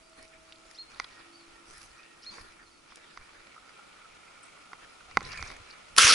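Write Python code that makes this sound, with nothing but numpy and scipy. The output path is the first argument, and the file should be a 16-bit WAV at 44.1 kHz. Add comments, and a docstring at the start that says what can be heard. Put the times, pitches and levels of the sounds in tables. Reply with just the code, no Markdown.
"""Soft air hiss, a faint far hum and bird chirps; cloth rustles, twigs tick, knocks ring, then a shotgun blast roars.
A hunter in a quiet field wears a small stereo camera on his head and raises his gun; the hammer falls and it fires.
Hiss, rustle, echoes and rumble are shaped noise; hum and birds are sines; most knocks are decaying housing tones.
A limiter in the camera holds the rolling echoes at an even roar."""
import sys
import numpy as np
from scipy import signal
from scipy.fft import rfft, irfft
from scipy.io import wavfile
from scipy.ndimage import uniform_filter1d

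SR = 44100
rng = np.random.default_rng(int(sys.argv[2]) if len(sys.argv) > 2 else 0)


def wrap_up_sound(samples):
    """Save the sound to the file named by the first command line argument, as 16-bit audio."""
    columns = np.atleast_2d(samples).T
    # keep every value between -1 and 1, then stretch to whole-number steps
    tamed = np.clip(columns, -1, 1)
    steps = np.round(tamed * 32767).astype(np.int16)
    wavfile.write(sys.argv[1], SR, steps)


def invert_db(x):
    """Field ratio 10**(x/20) for x, a level in decibels (scalar or array-like)."""
    u = np.asarray(x, float) / 20
    return 10 ** u


N = 270906  # length in samples

# how alike the left and right sides of the quiet noises are: f/Hz, likeness (-1 to 1)
LIKENESS = [(60, -0.22), (170, 0.52), (490, -0.31), (1410, 0.34), (4050, 0.18), (11600, 0.58)]


def read(points, hz):
    """Value of a (f/Hz, value) table at the pitches hz, read along a log axis."""
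    f, value = np.transpose(points)
    return np.interp(np.log(hz + 1), np.log(f + 1), value)


def curve(rows, t):
    """Value columns of a (t/s, ..) table at the times t."""
    s, *columns = np.transpose(rows)
    return [np.interp(t, s, c) for c in columns]


def evened(x):
    """Scales a signal to rms 1."""
    return x / np.sqrt(np.mean(x ** 2) + 1e-20)


def add(mix, s, sound, pan_db=0):
    """Adds a sound at s seconds, with the left side pan_db louder than the right."""
    part = mix[:, round(s * SR):][:, :sound.shape[-1]]
    part += sound[..., :part.shape[1]] * invert_db(np.array([[.5], [-.5]]) * pan_db)


def noise(length, size, field_db, same, patchy_db):
    """Stereo noise from random short-time spectra; field_db(hz, s) colours it, random patches drift through."""
    # left minus right level: f/Hz, level/dB
    side_lean = [(60, -0.5), (220, -1.5), (830, -1), (3110, -1), (11600, 0)]
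    hz = np.fft.rfftfreq(size, 1 / SR)[:, None]
    t = np.arange(4 * length // size + 5) * size / 4 / SR
    a, b, c, d, patches = rng.standard_normal((len(t), len(hz), 5)).T
    patches = uniform_filter1d(patches, size // 64, 0)  # smooth over pitch
    patches = evened(uniform_filter1d(patches, 8192 // size, 1))  # smooth over time
    like = np.clip(read(same, hz), -1, 1)
    left = a + 1j * b
    right = like * left + np.sqrt(1 - like ** 2) * (c + 1j * d)
    lean_db = np.array([.5, -.5])[:, None, None] * read(side_lean, hz)
    spectra = np.array([left, right]) * invert_db(field_db(hz, t) + patchy_db * patches + lean_db)
    return signal.istft(spectra, nperseg=size, noverlap=size * 3 // 4)[1][:, :length]


def wavering(count, per_s, depth_db):
    """Random gain that changes about per_s times a second, by depth_db rms."""
    size = round(SR / per_s)
    drift = uniform_filter1d(uniform_filter1d(rng.standard_normal(count), size), size)
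    return invert_db(depth_db * evened(drift))


def note(s, length, from_hz, to_hz, db, peak, start_db, end_db):
    """Pitch and level curve of a glide that swells to one peak, then fades towards its end level."""
    peak_hz = from_hz + 0.61 * (to_hz - from_hz)  # share of the glide done at the loudest moment
    return [(s, from_hz, db + start_db), (s + peak * length, peak_hz, db), (s + length, to_hz, db + end_db)]


def whistle(rows, fade_s):
    """A sine along a (t/s, f/Hz, rms level/dB) curve, faded at both ends."""
    t = np.arange(rows[0][0], rows[-1][0], 1 / SR)
    hz, db = curve(rows, t)
    fade = np.clip(np.minimum(t - t[0], t[-1] - t) / fade_s, 0, 1)
    turns = np.cumsum(hz) / SR + rng.random()
    return np.sqrt(2) * invert_db(db) * fade * np.sin(2 * np.pi * turns)


def fuzzy(length_s, from_hz, to_hz, width_hz):
    """A gliding band of noise that swells and fades: a sine multiplied by slow noise."""
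    count = round(length_s * SR)
    size = max(round(SR / width_hz / 2), 1)
    breathy = evened(uniform_filter1d(uniform_filter1d(rng.standard_normal(count), size), size))
    glide = np.sin(2 * np.pi * np.cumsum(np.linspace(from_hz, to_hz, count)) / SR)
    return 2 * breathy * glide * signal.windows.tukey(count, .7)


def hiss():
    """Steady fine-grained self-noise of the two microphone capsules, at -66 dB rms."""
    # colour of the self-noise: f/Hz, level per Hz/dB (relative)
    capsule_colour = [(20, -30), (300, 13), (2000, -26), (5000, 1), (8000, -3.5), (11500, -4), (15000, -40)]
    grains = noise(N, 1024, lambda hz, t: read(capsule_colour, hz), LIKENESS, patchy_db=1.5)
    return invert_db(-66) * evened(grains)


def air():
    """Distant hiss of the still field, heard through the housing, with a slight flutter."""
    # colour of the field through the housing: f/Hz, level per Hz/dB (relative)
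    field_colour = [(15, -32), (25, -6), (43, -25), (65, -16), (185, -10.5), (301, -14.5), (325, -31),
                    (351, -8), (1140, -8.5), (1370, -0.5), (1550, -14.5), (2280, -8.5), (3440, -14),
                    (10600, -27), (11500, -25), (15000, -70), (22000, -120)]
    # loudness over time, before a steady lift: t/s, level/dB
    field_level = [(0.0, -65), (1.1, -62), (1.4, -61.5), (2.3, -63), (2.78, -65.5), (3.78, -60.5),
                   (5.18, -59), (5.42, -54), (5.59, -58.5), (5.9, -58)]
    level_db, = curve(field_level, np.arange(N) / SR)
    flutter = wavering(N, per_s=230, depth_db=1.0)
    field = evened(noise(N, 1024, lambda hz, t: read(field_colour, hz), LIKENESS, patchy_db=.5))
    return invert_db(level_db + 4.5) * flutter * field  # 4.5 dB: the steady lift


def rustle():
    """Rubbing noise broken up by tiny slips; brush brightens it above the housing resonances."""
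    # rubbing cloth and brush through the housing resonances: f/Hz, level per Hz/dB (relative)
    rub_colour = [(90, -31), (150, -19), (460, -9.5), (800, -14), (1150, -10.5), (1380, -5), (1600, -9),
                  (1870, -5.5), (2080, -12), (2330, -3.5), (2600, -12), (3000, -16.5), (4900, -6.5),
                  (7500, -18), (9800, -12.5), (11500, -14), (15000, -60)]
    # movements of the body: start/s, length/s, level before a 1 dB lift/dB, treble tilt/dB
    moves = [(0.162, 0.12, -53.5, -10.5), (0.31, .08, -58, -32), (0.44, 0.11, -59, -13),
             (0.633, 0.18, -62, -4), (0.885, 0.22, -53.5, -12.5), (1.03, 0.32, -55, -17.5),
             (1.41, 0.2, -64, -9), (1.642, 0.29, -56, -0.5), (1.895, 0.27, -58.5, -13),
             (2.176, 0.48, -56.5, -9), (2.302, 0.14, -52, -8), (2.581, 0.082, -55.5, -36),
             (2.758, 0.91, -57.5, -18.5), (3.193, 1.5, -61.5, -22), (3.415, 0.15, -60.5, -31),
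             (4.425, .06, -65, 2), (4.515, 0.036, -63, -19), (4.812, 0.05, -54, -26),
             (5.068, 0.21, -55.5, -17), (5.209, 0.37, -45.5, -11.5), (5.438, 0.14, -53, -7),
             (5.503, 0.39, -55.5, -18)]
    rise, fall = 0.16, 0.4  # shares of each movement's length
    rest_db, rest_bright_db = -70.5, -2  # standing still: level before the lift, treble tilt
    t = np.arange(N) / SR
    s, length, db, bright_db = np.transpose(moves)[:, :, None]
    done = (t - s) / length
    swell = np.clip(np.minimum(done / rise, (1 - done) / fall), 0, 1)
    power = (invert_db(db) * swell) ** 2
    rest_power = invert_db(rest_db) ** 2
    total = power.sum(0) + rest_power
    top_db = ((power * bright_db).sum(0) + rest_power * rest_bright_db) / total

    def field_db(hz, at):
        """Rubbing colour, with a treble tilt that sets in at 3 kHz and is complete at 9 kHz."""
        treble = np.clip(np.log2(hz / 3000 + 1e-3) / 1.58, 0, 1)
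        return read(rub_colour, hz) + np.interp(at, t, top_db) * treble

    strength = invert_db(3.6 * np.minimum(rng.exponential(1, N), 6))
    slips = strength * (rng.random(N) < 300 / SR)  # about 300 slips a second
    fading = signal.lfilter([1], [1, -np.exp(-1 / (0.0017 * SR))], slips)  # each dies over 1.7 ms
    grain = evened(2.24 + fading)
    return np.sqrt(total) * invert_db(1.0) * grain * evened(noise(N, 512, field_db, LIKENESS, patchy_db=3.5))


def buffet():
    """Lumpy rumble as the head moving in the air shakes the capsules; each shake swells fast and dies slower."""
    # shakes: peak t/s, level/dB
    shakes = [(.01, -73), (.2, -63), (.41, -69), (.97, -57), (1.08, -62), (1.52, -63.5), (1.76, -57),
              (2.3, -66), (2.42, -59), (2.63, -67), (3.2, -63), (3.41, -63.5), (4.75, -67), (5.17, -46),
              (5.23, -48), (5.3, -48), (5.4, -43), (5.49, -49), (5.6, -56.5), (5.96, -53)]
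    rise_db_per_s, fall_db_per_s, rest_db = 165, 110, -74

    def field_db(hz, t):
        """Falls off above about 60 Hz; nearly nothing below 15 Hz."""
        return -20 * np.log10(1 + (hz / 60) ** 2) - 100 * (hz < 15)

    rumble = noise(N, 2048, field_db, [(20, 0.93), (300, 0.99)], patchy_db=3.0)  # nearly alike on both sides
    s, db = np.transpose(shakes)[:, :, None]
    after = np.arange(N) / SR - s
    level_db = (db - np.maximum(-rise_db_per_s * after, fall_db_per_s * after)).max(0)
    return np.hypot(invert_db(level_db), invert_db(rest_db)) * evened(rumble)


def hum():
    """Faint far tones; the air they cross makes them waver, the higher the faster and deeper."""
    # steady tones that come and go: start/s, length/s, f/Hz, rms level at the peak before wavering/dB
    tones = [(0, .55, 647.5, -64), (.4, .43, 647.5, -68), (0, .4, 336, -70), (.35, .55, 326, -68),
             (1.15, .56, 338, -62.5), (1.7, 1.85, 335.5, -70), (1.05, .65, 288, -71),
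             (1.08, .24, 1868, -64), (1.53, .08, 1850, -66), (1.92, .38, 1870, -66.5)]
    out = np.zeros((2, N))
    for s, length, hz, db in tones:
        rows = note(s, length, hz, hz, db, peak=0.34, start_db=-6, end_db=-7)
        tone = whistle(rows, fade_s=0.0083)
        waver = wavering(len(tone), hz / 9, depth_db=1.7 * np.sqrt(hz / 330))
        add(out, s, tone * waver, pan_db=-2.5)
    return out


def birds():
    """Near-sine chirps, the fainter the hazier; the hedge scatters each into a short fluttering echo."""
    # notes of far birds: start/s, length/s, from f/Hz, to f/Hz, rms level at the peak before haze/dB
    chirps = [(0.026, 0.082, 4650, 4720, -69), (0.121, .05, 4500, 4250, -74),
              (1.324, 0.079, 4400, 4700, -62), (1.39, 0.053, 4510, 4180, -65),
              (1.444, 0.02, 4130, 3980, -67), (1.979, 0.052, 2486, 2545, -60),
              (2.025, 0.13, 2680, 2640, -69), (2.299, 0.085, 4760, 4540, -58),
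              (2.613, 0.047, 4680, 4560, -70), (2.65, .05, 4350, 4200, -69), (2.705, 0.1, 4630, 4330, -70),
              (4.426, 0.023, 10400, 7360, -54.5)]
    # call of the near bird, a sweep up into a held note: t after its start before stretching/s, f/Hz,
    # level relative to the call/dB
    call = [(0, 2250, -36), (.014, 2780, -21), (.027, 3350, -18), (.037, 3950, -11), (.041, 4080, -15),
            (.045, 4180, 0), (.055, 4290, 0), (.08, 4260, -2), (.088, 4200, -5)]
    # when the near bird calls: start/s, level/dB, time stretch (factor)
    calls_at = [(.743, -43, 0.99), (2.222, -43, 0.97)]
    # hoarse start of the call, a noise band: length/s, from f/Hz, to f/Hz, width/Hz
    rasp = (.042, 4300, 5600, 900)
    rasp_lead_s, rasp_db = .008, -16  # starts ahead of the call; gain relative to it
    overtone_s, overtone_db = .022, -18  # the octave that sounds along while the pitch is low
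    out = np.zeros((2, N))
    songs = [note(*row, peak=0.4, start_db=-4, end_db=-5.5) for row in chirps]
    for s, db, stretch in calls_at:
        songs.append([(s + stretch * after, hz, db + step_db) for after, hz, step_db in call])
        low = curve(call, [0, overtone_s])[0]
        octave_db = db + overtone_db
        songs.append([(s, 2 * low[0], octave_db), (s + stretch * overtone_s, 2 * low[1], octave_db)])
        add(out, s - rasp_lead_s, invert_db(db + rasp_db) * fuzzy(*rasp))
    for rows in songs:
        tone = whistle(rows, fade_s=.006)
        faint_db = -38 - max(row[2] for row in rows)
        haze = wavering(len(tone), per_s=500, depth_db=0.16 * faint_db)
        add(out, rows[0][0], tone * haze, pan_db=-2.0)
    t = np.arange(SR // 2) / SR
    signs = rng.choice([-1., 1.], (2, len(t)))
    hits = rng.random((2, len(t))) < 1500 / SR  # about 1500 reflections a second
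    leaves = signs * hits * invert_db(-60 * t / 0.38) * (t > .015)  # none in the first 15 ms
    echo = signal.fftconvolve(out, leaves / np.linalg.norm(leaves[0]), axes=1)[:, :N]
    return out + invert_db(-8.5) * echo


def ticks():
    """A noise burst around the pitch of the thing that snaps or bumps; it rises within about one cycle."""
    # dry twigs and straps; those near 1300 Hz are light knocks ringing the housing:
    # t/s, peak level/dB, centre f/Hz, left minus right/dB, width/octaves
    snaps = [(.097, -50, 7000, -.5, .7), (.176, -49, 8500, -1, .6), (.2274, -42, 9500, -1, 0.36),
             (0.227, -45, 4700, -1, .32), (0.2795, -47.5, 5260, 0, .28), (0.5229, -34.5, 3230, -2, 0.57),
             (0.5293, -44, 4170, -1.5, 0.27), (.5584, -46.5, 4120, -.5, .27), (0.9456, -46, 4080, -1, .27),
             (.9814, -45, 3520, 1, .55), (1.0431, -33.5, 3840, -1, .24), (1.78, -41, 9000, -2, .5),
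             (1.83, -43, 5900, -2, 0.23), (2.032, -46, 4200, -.5, .34), (2.9578, -36, 7000, 0, 1.2),
             (2.971, -45, 5000, 0, 1.3), (3.564, -43, 1260, -1, 0.18), (3.578, -43, 1300, -1, 0.091),
             (3.706, -49, 1320, -1, 0.11), (4.054, -46, 1330, -1, 0.16), (5.007, -43.5, 1330, -2, 0.17),
             (5.19, -42, 5000, 2, .31), (5.2295, -39, 6500, 9, 0.76), (5.25, -37, 4480, 0, .14),
             (5.319, -34, 4970, 0, 0.28), (5.374, -43, 4470, 0, .12), (5.393, -34.5, 1100, -2, 0.73),
             (5.408, -42.5, 5900, 15, 0.17), (5.452, -41, 5700, 1, .15), (5.567, -45, 7500, -2, .56),
             (5.706, -39, 4640, -4, 0.2), (5.711, -38.5, 4350, -3, 0.096), (5.726, -47, 4400, -3, .3)]
    # soft low bumps of the body: t/s, peak level/dB, centre f/Hz, left minus right/dB, width/octaves
    bumps = [(.184, -53, 283, 1, .18), (1.7, -59, 375, 5, 0.065), (2.309, -55, 212, -1, 0.26),
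             (2.369, -57, 396, -3, .16), (3.79, -53, 843, -4, 0.11), (5.169, -37.5, 160, -2, 0.7),
             (5.216, -53, 200, -4, .58), (5.262, -47.5, 151, -1, 0.33), (5.385, -58, 128, -3, .35),
             (5.488, -63, 130, 1, 0.28)]
    events = snaps + bumps
    out = np.zeros((2, N))
    t = np.arange(8192) / SR
    bins = np.fft.rfftfreq(len(t), 1 / SR)
    draws = rng.standard_normal((len(events), 2, len(t)))
    for (s, db, hz, pan_db, width), (a, b) in zip(events, draws):
        colour = 1 / (1 + (np.log2(bins / hz + 1e-6) / max(width, .03)) ** 4)
        t60 = 0.033 * (hz / 1000) ** -0.67  # seconds to fall 60 dB; high snaps die sooner
        shape = invert_db(-60 * t / t60) * (1 - np.exp(-t * hz / 0.65))
        both = np.array([a + 0.048 * b, a - 0.29 * b])  # slightly different left and right
        burst = irfft(rfft(both) * colour) * shape
        add(out, s, invert_db(db) * burst / abs(burst.mean(0)).max(), pan_db)
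    return out


def knocks():
    """Each blow rings the modes of the camera housing; a hard blow favours the high ones."""
    # ringing modes of the housing: f/Hz, level/dB (relative), time to fall 60 dB/s
    modes = [(502, -1, 0.0098), (820, -7.5, 0.029), (1024, -39, 1), (1124, 5.5, 0.013), (1322, 7.5, 0.01),
             (2048, 3.5, 0.012), (2230, -27, 0.0022), (3830, -11.5, 0.0085), (4700, 5, 0.0025),
             (5900, -10, 0.0059), (7000, -36, 0.0097)]
    # blows: t/s, peak level/dB, hardness/dB per octave, left minus right/dB
    blows = [(0.655, -53, -20, 0.0), (0.9989, -19, 6, -5.5), (1.045, -39, 2, -1), (2.383, -35.5, -4, -6),
             (2.922, -40.5, 0, -5), (3.174, -29.5, 4.5, -4), (3.212, -42, 5, 0.5), (3.404, -48.5, 4, -19),
             (4.575, -45, 0, -3), (4.732, -28.5, 1.5, -4), (5.112, -36, 7, -3), (5.1713, -5.5, 1, -5),
             (5.207, -28.5, 5.5, -3), (5.217, -31.5, -7, -3), (5.334, -29.5, 8, -2), (5.426, -22, 8, -6),
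             (5.502, -32.5, 3.5, -0.5), (5.52, -36.5, 4, -7)]
    out = np.zeros((2, N))
    t = np.arange(SR // 2) / SR
    hz, mode_db, t60 = np.transpose(modes)[:, :, None]
    spots = rng.standard_normal((len(blows), 2, len(modes), 1))
    for (s, db, hardness, pan_db), spot in zip(blows, spots):
        # every blow lands on another spot, so strength and phase of the modes vary a little
        tilt_db = hardness * np.log2(hz / 1500)
        strength = invert_db(mode_db + tilt_db + 0.5 * spot[0] - 60 * t / t60)
        tones = strength * np.sin(2 * np.pi * hz * t + .4 * spot[1])
        ring = tones.sum(0) * (1 - np.exp(-t / 0.00061))  # soft 0.61 ms onset
        add(out, s, invert_db(db) * ring / abs(ring).max(), pan_db)
    return out


def scrapes():
    """Cloth dragged over the housing makes narrow bands of hiss at several pitches; each stutters."""
    # drags: start/s, length/s, starting f/Hz, width/Hz, gain/dB
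    drags = [(2.318, 0.064, 2396, 200, -74), (3.461, .75, 1390, 159, -66), (4.1, 1.05, 1382, 157, -67),
             (3.978, 0.82, 2350, 248, -67.5), (5.062, 0.06, 760, 120, -65), (5.28, 0.12, 1856, 250, -52.5),
             (5.317, 0.019, 5210, 1500, -48.5), (5.319, 0.151, 2393, 201, -49),
             (5.462, 0.16, 2360, 300, -64), (5.468, 0.019, 5900, 1500, -50)]
    out = np.zeros((2, N))
    for s, length, hz, width_hz, db in drags:
        rub = fuzzy(length, hz, 0.94 * hz, width_hz)  # the pitch sags a little
        stutter = wavering(len(rub), per_s=90, depth_db=2.5)
        add(out, s, invert_db(db) * rub * stutter, pan_db=-1.2)
    return out


def shot():
    """Lock rattles, the pressure front, dense echoes that lose their treble, a late low echo, a low jolt."""
    # lock of the gun before the blast: t/s, starting level before a soft onset/dB, time to fall 60 dB/s
    lock = [(5.964, -21, 0.016), (5.9721, -23.5, 0.024), (5.978, -12, 0.025)]
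    # echoes off ground, hedges and trees: f/Hz, level per Hz/dB (relative)
    echo_colour = [(24, -38), (40, -8), (81, -4), (200, -8.5), (322, -12), (610, -7.5), (720, -31),
                   (1360, -1.5), (1770, -7.5), (2190, -2.5), (3780, -6.5), (5650, -1.5), (7510, -12),
                   (10700, -5.5), (11500, -15), (15000, -57), (22000, -120)]
    # decay of the echoes: f/Hz, time to fall 60 dB/s
    echo_t60 = [(200, 0.4), (600, 2.2), (1500, 2.4), (4000, 2.1), (8000, 0.74), (11000, 0.57)]
    # left-right likeness of the echoes: f/Hz, likeness (-1 to 1)
    echo_likeness = [(60, 0.62), (140, 0.66), (350, 0.57), (830, 1), (2010, 0.69), (4820, 0.89),
                     (11600, 0.7)]
    blast_s, blast_db = 5.9818, 6.5  # moment; peak level of the crack before the limiter
    push_s, scatter_t60 = 0.0004, 0.04  # length of the push; decay of its scatter, seconds
    late_s, late_hz, late_db = .12, 804, 7.5  # late echo: delay, upper pitch, gain of the lows when it arrives
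    recoil_s, recoil_half_s, recoil_hz = 6.05, 0.0092, 82  # the shoulder jolt reaches the head
    out = np.zeros((2, N))
    length = SR // 4
    t = np.arange(length) / SR

    for s, db, t60 in lock:
        clatter = noise(length, 128, lambda hz, _: read(echo_colour, hz), echo_likeness, patchy_db=-1.0)
        add(out, s, evened(clatter) * invert_db(db - 60 * t / t60) * (1 - np.exp(-t / 0.00062)))

    u = t / push_s
    push = (1 - u) * np.exp(-u)  # pressure jumps up, then dips below rest
    scatter = invert_db(-60 * t / scatter_t60) * (1 - np.exp(-t / 0.00049))  # barrel and arms scatter it
    a, b, c = rng.standard_normal((3, length)) * scatter
    both = np.array([a + 0.5 * b, a - 0.5 * b])
    crack = signal.fftconvolve(both, np.diff(push, prepend=0)[None], axes=1)[:, :length]
    add(out, blast_s, invert_db(blast_db) * crack / abs(crack).max())

    # the front passes sideways across the head and pushes the two capsules opposite ways
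    shove = signal.sosfilt(signal.butter(2, [450, 1500], "band", fs=SR, output="sos"), c)
    add(out, blast_s + 0.00088, invert_db(-2.5) * np.array([[1], [-1]]) * shove / abs(shove).max())

    # each front rings the housing
    cavity = np.sin(2 * np.pi * 1320 * t) * invert_db(-60 * t / 0.064) * (1 - np.exp(-t / 0.0018))
    add(out, blast_s + 0.00289, invert_db(4) * cavity)
    add(out, blast_s + late_s, invert_db(-0.5) * cavity)

    def echo_db(hz, s):
        """Fading echo colour; the lows are held down until the late echo arrives."""
        waiting = 1 / (1 + np.exp((s - late_s) / 0.0019))
        held_db = late_db * waiting / (1 + (hz / late_hz) ** 6)
        return read(echo_colour, hz) - 60 * s / np.maximum(read(echo_t60, hz), .1) - held_db

    echoes = evened(noise(length, 256, echo_db, echo_likeness, patchy_db=2.0))
    rough = wavering(length, per_s=590, depth_db=1.5)  # single trunks and furrows roughen the roar
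    add(out, blast_s, invert_db(-4) * rough * echoes * (1 - np.exp(-t / 0.0035)))

    jolt = signal.windows.hann(round(2 * recoil_half_s * SR))
    thump = jolt * np.sin(2 * np.pi * recoil_hz * t[:len(jolt)])
    add(out, recoil_s - recoil_half_s, invert_db(-14) * thump)
    return out


def scene():
    """All sources at the two capsules."""
    quiet = hiss() + air() + rustle() + buffet() + hum() + birds()
    return quiet + ticks() + knocks() + scrapes() + shot()


def band_limit(x):
    """A steep low-pass at the top of the band."""
    return signal.sosfilt(signal.butter(12, 12200, fs=SR, output="sos"), x)


def record(dry):
    """The camera: a limiter that needs a few ms to close, a soft ceiling and a treble cut-off."""
    limit_db, recovery_db_per_s, attack_s = -14.5, 300, 0.0023
    keep = np.exp(-1 / (attack_s * SR))
    power = signal.lfilter([1 - keep], [1, -keep], (dry ** 2).mean(0))
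    power_db = 10 * np.log10(power + 1e-12)
    # hold each peak, then let it sink at the recovery rate
    fall = np.arange(N) * recovery_db_per_s / SR
    held_db = np.maximum.accumulate(power_db + fall) - fall
    over_db = np.maximum(held_db - limit_db, 0)
    cut_db = 1.058 * signal.lfilter([1 - keep], [1, -keep], over_db)  # takes off slightly more than the excess
    limited = np.tanh(dry / invert_db(cut_db))  # tanh is the soft ceiling
    edge = signal.firwin(1023, 11060, window=("kaiser", 7), fs=SR)  # low-pass at 11060 Hz
    finished = signal.oaconvolve(limited, edge[None], "same")
    return band_limit(finished)


dry = scene()
out = record(dry)
wrap_up_sound(out)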